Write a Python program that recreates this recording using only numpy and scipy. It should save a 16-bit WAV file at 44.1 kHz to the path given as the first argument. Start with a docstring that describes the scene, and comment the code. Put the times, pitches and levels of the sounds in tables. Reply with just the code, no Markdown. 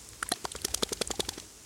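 """A wet dog shakes its head on a lawn, close by. Ears and lips slap about eleven times a second:
each slap is a thump of trapped air, a clap of skin and a wet crack, a few milliseconds apart.
The mouth rings once with the second slap. Fur rustles, drops tick, cheeks pop, the turf thuds dully.
A sprinkler hose hisses over a low outdoor rumble."""
import numpy as np
from scipy import signal
from scipy.fft import rfft, irfft
import sys
import numpy as np
from scipy import signal
from scipy.fft import rfft, irfft
from scipy.io import wavfile

SR = 44100
rng = np.random.default_rng(int(sys.argv[2]) if len(sys.argv) > 2 else 0)


def wav_record(signal):
    """Record a signal, one row per channel, as 16-bit PCM in the file named by sys.argv[1]."""
    frames = np.transpose(np.atleast_2d(signal))
    bounded = np.clip(frames, -1, 1)
    # unit amplitude maps onto the largest positive 16-bit level
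    quanta = np.round(bounded * 32767).astype(np.int16)
    wavfile.write(sys.argv[1], SR, quanta)


N = 72765
T = np.arange(N) / SR
HZ = np.maximum(np.fft.rfftfreq(N, 1 / SR), 1)

# Vigour of the shake. Each row: time in seconds, rustle level in dB.
FUR_LEVEL = [(0, -59), (.2, -56), (.35, -50), (.41, -51.5), (.55, -51), (.7, -51), (.9, -50), (1.15, -51),
             (1.33, -50.5), (1.42, -52), (1.5, -60), (1.65, -56)]
# Fur spectrum. Each row: frequency in Hz, relative density in dB.
FUR_SPECTRUM = [(60, -49), (120, 2.5), (400, 4.5), (800, -6), (1500, -4.5), (3500, -5), (7000, -3.5),
                (10000, -7.5), (16000, -21.5)]
# Hose hiss over time. Each row: time in seconds, level in dB.
SPRAY_LEVEL = [(0, -50.5), (.5, -54.5), (1.2, -54), (1.5, -52.5), (1.65, -54.5)]
# Spectrum of spray and open air. Each row: frequency in Hz, relative density in dB.
SPRAY_SPECTRUM = [(60, -5), (150, -6.5), (300, -4), (430, -5), (600, -13), (1000, -10), (1500, -13.5),
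                  (2500, -15), (4000, -12.5), (5800, -6), (7500, -5), (10000, -11), (12500, -20),
                  (16000, -23)]
# Rumble over time. Each row: time in seconds, level in dB.
RUMBLE_LEVEL = [(0, -58.5), (.3, -52.5), (.4, -65.5), (.6, -52), (.78, -52.5), (.87, -56.5), (1.25, -48),
                (1.4, -55.5), (1.65, -63)]
# Rumble spectrum. Each row: frequency in Hz, relative density in dB.
RUMBLE_SPECTRUM = [(20, -31), (38, -54), (50, 1.5), (62, -8.5), (85, -10), (120, -14.5), (250, -46)]
# Drop and lip ticks. Each row: time in seconds, level in dB, centre in Hz, width in octaves,
# length in seconds.
TICKS = [(0.05, -64, 7500, .5, 0.0026), (0.0897, -36.5, 7900, .5, 0.0012),
         (0.134, -47.5, 1960, 1.4, 0.0029), (0.2665, -46, 2170, 0.94, 0.0047),
         (0.289, -46, 1760, 0.18, 0.005), (0.291, -25, 10400, 0.26, 0.0013),
         (0.338, -30.5, 4200, 0.37, 0.0018), (0.361, -45, 2200, 2, 0.0071),
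         (0.447, -41.5, 5930, 2.7, 0.0078), (0.5193, -32, 8800, 0.31, 0.0026),
         (0.5194, -36.5, 3500, 0.27, 0.0033), (0.553, -47, 6000, 0.89, 0.0016),
         (0.588, -45, 2780, 0.12, 0.0033), (0.6183, -36.5, 4170, 0.18, 0.0012),
         (.619, -35.5, 9800, .3, 0.0012), (0.684, -34, 3860, 1.2, 0.0018), (0.709, -44.5, 3000, 2, 0.012),
         (.7778, -39.5, 4900, 0.79, 0.0062), (.892, -38.5, 4900, 3.9, 0.0044),
         (0.973, -44.5, 3850, 0.6, 0.0035), (1.0755, -28, 7870, 0.27, 0.0024),
         (1.157, -42, 5200, 0.56, 0.0054), (1.251, -43, 2580, 0.9, 0.0037), (1.337, -44, 4200, 0.85, 0.011),
         (1.4, -34.5, 4820, 0.72, .002)]
# Ear slaps. Each row: crack time in seconds, level in dB, length in seconds, treble tilt in dB/octave,
# fold resonance in Hz, its boost in dB; thump lead in seconds, pitch in Hz, ring in seconds,
# level in dB; clap lead in seconds, centre in Hz, level in dB.
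SLAPS = [ (0.2298, -24.5, .0014, 1.5, 9300, 17.5, 0.0037, 446, 0.0031, -39, 0.0011, 1380, -23),
         (0.3202, -21.5, 0.0028, 0.5, 10460, 14.5, .001, 330, 0.0027, -22.5, 0.0014, 1220, -30.5),
         (0.453, -28, 0.0021, -1.5, 5150, 7, 0.0059, 399, 0.0074, -32, -0.0012, 990, -25),
         (0.5624, -34, 0.0045, 0, 7400, 10, .0083, 456, 0.0036, -32, .009, 1070, -36.5),
         (.6500, -21, .0038, 3.5, 5600, 5.5, -0.0011, 404, 0.0051, -27.5, 0.0019, 1530, -36),
         (0.7463, -18.5, .0025, 4.5, 8250, 2, 0.0049, 435, 0.002, -30.5, 0.0028, 1700, -52),
         (.8340, -19.5, .0031, -0.5, 3640, 11.5, .0015, 437, .003, -17, 0.0077, 1050, -28),
         (0.9307, -26, 0.0048, 3.5, 6260, 7, 0.0093, 414, 0.004, -23.5, 0.005, 1050, -37),
         (1.0185, -22.5, 0.0045, -0.5, 2950, 7.5, .004, 467, 0.0046, -21, 0.00385, 697, -28.5),
         (1.1136, -25.5, 0.0042, -1, 7140, 9, 0.0061, 366, 0.0018, -21, 0.0074, 950, -29.5),
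         (1.205, -21.5, 0.0036, -0.5, 3750, 8, 0.0079, 399, .0038, -20.5, 0.0074, 930, -30.5),
         (1.2916, -25, 0.0037, 1, 5300, 5.5, 0.005, 306, 0.0021, -27.5, .0015, 1000, -36.5),
         (1.3823, -41, 0.0083, -6, 5870, 11.5, .0026, 340, 0.0023, -29.5, .0003, 930, -46)]
# Wet crack spectrum. Each row: frequency in Hz, relative density in dB.
CRACK_SPECTRUM = [(500, -1), (1400, -5.5), (1800, 2), (2300, -0.5), (2800, -4.5), (3400, 9.5), (3700, 1),
                  (4000, 4), (4700, 7), (5400, 0), (6000, 4), (7600, 0), (9800, 0), (12000, -9.5),
                  (16000, -26)]
# Lip and cheek pops. Each row: start in seconds, level in dB, pitch in Hz.
POPS = [(.261, -40, 1010), (.372, -39, 420), (.681, -37, 775), (.774, -40, 748), (.860, -44, 780),
        (1.136, -34, 800), (1.228, -37, 786), (1.318, -39, 794), (1.423, -47, 603)]
# Open-mouth modes. Each row: frequency in Hz, level in dB, T60 in seconds.
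MOUTH_MODES = [(714, -18, 0.036), (1830, -23.5, 0.024), (4070, -12.5, 0.017), (9930, -20.5, 0.014)]
# Thuds, as of paws on turf. Each row: time in seconds, pitch in Hz, peak in dB.
THUDS = [(.455, 58, -46), (.555, 66, -46), (.713, 68, -39), (.92, 72, -45), (1.075, 72, -47),
         (1.195, 72, -46)]


def from_db(db):
    """Decibels to gain."""
    return 10 ** (np.asarray(db) / 20)


def level(rows):
    """Gain over time from (s, dB) points."""
    return from_db(np.interp(T, *np.transpose(rows)))


def spectrum_db(points):
    """dB per bin from (Hz, dB) points."""
    hz, db = np.transpose(points)
    return np.interp(np.log(HZ), np.log(hz), db)


def resonance_db(hz, octaves, skirt_db):
    """Broad resonance on a low skirt, dB per bin."""
    offset_oct = np.log2(HZ / hz)
    peak = np.exp(-.5 * (offset_oct / octaves) ** 2)
    return 20 * np.log10(peak + from_db(skirt_db) / (1 + offset_oct ** 4))


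def noise(shape_db, grain_db=0):
    """Coloured noise, rms 1; grain_db makes the grains uneven."""
    grains = rng.standard_normal(N) * from_db(grain_db * np.minimum(rng.exponential(1, N), 6))
    x = irfft(rfft(grains) * from_db(shape_db), N)
    return x / np.std(x)


def swell(peak_s, rise_s, fall_s):
    """Envelope: rounded rise to 1, then decay."""
    t = T - peak_s
    return np.where(t < 0, np.exp(-(t / rise_s) ** 2), np.exp(1 - np.sqrt(1 + (2 * t / fall_s) ** 2)))


def spatter(peak_s, length_s, shape_db):
    """Burst of tiny contacts, then faint scatter from the surroundings."""
    envelope = swell(peak_s, rise_s=.65 * length_s, fall_s=length_s)
    direct = noise(shape_db, grain_db=3) * envelope
    direct *= np.sqrt(np.sum(envelope ** 2) / np.sum(direct ** 2))
    scatter = noise(shape_db) * swell(peak_s + length_s, rise_s=length_s, fall_s=.0112)
    return direct + from_db(-28) * scatter


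def cavity(start_s, hz, db, t60_s, rise_s=.0016):
    """One damped mode of an air cavity."""
    t = np.maximum(T - start_s, 0)
    decay = from_db(db - 60 * np.minimum(t / t60_s, 2))
    return decay * (1 - np.exp(-t / rise_s)) * np.sin(2 * np.pi * hz * t)


def fur_rustle(gain):
    """Wet fur rustles in fine grains."""
    return gain * noise(spectrum_db(FUR_SPECTRUM), grain_db=2.4)


def hose_spray():
    """Fine spray gives a grainy hiss."""
    return level(SPRAY_LEVEL) * noise(spectrum_db(SPRAY_SPECTRUM), grain_db=2.5)


def rumble():
    """Low outdoor noise, wavering in level."""
    return level(RUMBLE_LEVEL) * noise(spectrum_db(RUMBLE_SPECTRUM))


def wet_ticks(top_hz=10500):
    """Small wet contacts of drops and lips, dull at the very top."""
    lowpass_db = -10 * np.log10(1 + (HZ / top_hz) ** 10)
    return sum(from_db(db) * spatter(at_s, length_s, lowpass_db + resonance_db(hz, octaves, skirt_db=-44))
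               for at_s, db, hz, octaves, length_s in TICKS)


def air_thump(peak_s, hz, ring_s, push_hz=219.5, push_db=-11):
    """Air squeezed from under the ear rings briefly over a duller push."""
    rad_per_hz = 2 * np.pi * (T - peak_s)
    pocket = np.cos(hz * rad_per_hz + rng.uniform(-.48, .8)) * swell(peak_s, .44 * ring_s, ring_s)
    push = np.sin(push_hz * rad_per_hz) * swell(peak_s, rise_s=.0042, fall_s=.0034)
    return pocket + from_db(push_db) * push


def ear_slaps(brush_db=-12.5, brush_rise_s=.0034, clap_length_s=.0029, fold_width_oct=.13):
    """An ear lands on the head: brush of fur, thump, clap of skin, crack of the wet tip."""
    out = np.zeros(N)
    for (crack_s, crack_db, length_s, tilt_db_per_oct, fold_hz, fold_db,
         thump_lead_s, thump_hz, ring_s, thump_db, clap_lead_s, clap_hz, clap_db) in SLAPS:
        clap_s = crack_s - clap_lead_s
        clap_shape_db = resonance_db(clap_hz, octaves=.31, skirt_db=-12)
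        snap_db = fold_db * np.exp(-.5 * (np.log2(HZ / fold_hz) / fold_width_oct) ** 2)
        tilt_db = tilt_db_per_oct * np.log2(np.maximum(HZ, 2000))
        crack_shape_db = spectrum_db(CRACK_SPECTRUM) + snap_db + tilt_db
        out += fur_rustle(from_db(crack_db + brush_db) * swell(clap_s, brush_rise_s, length_s))
        out += from_db(thump_db) * air_thump(crack_s - thump_lead_s, thump_hz, ring_s)
        out += from_db(clap_db) * spatter(clap_s, clap_length_s, clap_shape_db)
        out += from_db(crack_db) * spatter(crack_s, length_s, crack_shape_db)
    return out


def cheek_pops():
    """Small air pockets open in lips and cheeks."""
    return sum(cavity(start_s, hz, db, t60_s=.045) for start_s, db, hz in POPS)


def mouth_ring(start_s=.3202):
    """The open mouth rings once with the second slap."""
    return sum(cavity(start_s, hz, db, t60_s) for hz, db, t60_s in MOUTH_MODES)


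def turf_thuds():
    """Soft ground gives a few deep cycles under the dog's weight."""
    return sum(from_db(db) * np.cos(2 * np.pi * hz * (T - at_s)) * swell(at_s, rise_s=.018, fall_s=.018)
               for at_s, hz, db in THUDS)


def scene():
    """Dog and garden, mono."""
    dog = ear_slaps() + wet_ticks() + cheek_pops() + mouth_ring() + turf_thuds()
    dog += fur_rustle(level(FUR_LEVEL))
    return (dog + hose_spray() + rumble())[None]


def record(dry, low_hz=35, top_hz=16100):
    """Microphone bass roll-off and a steep top cut."""
    x = signal.sosfilt(signal.butter(2, low_hz, "high", fs=SR, output="sos"), dry)
    return irfft(rfft(x) / np.sqrt(1 + (HZ / top_hz) ** 200), N)


dry = scene()
out = record(dry)
wav_record(out)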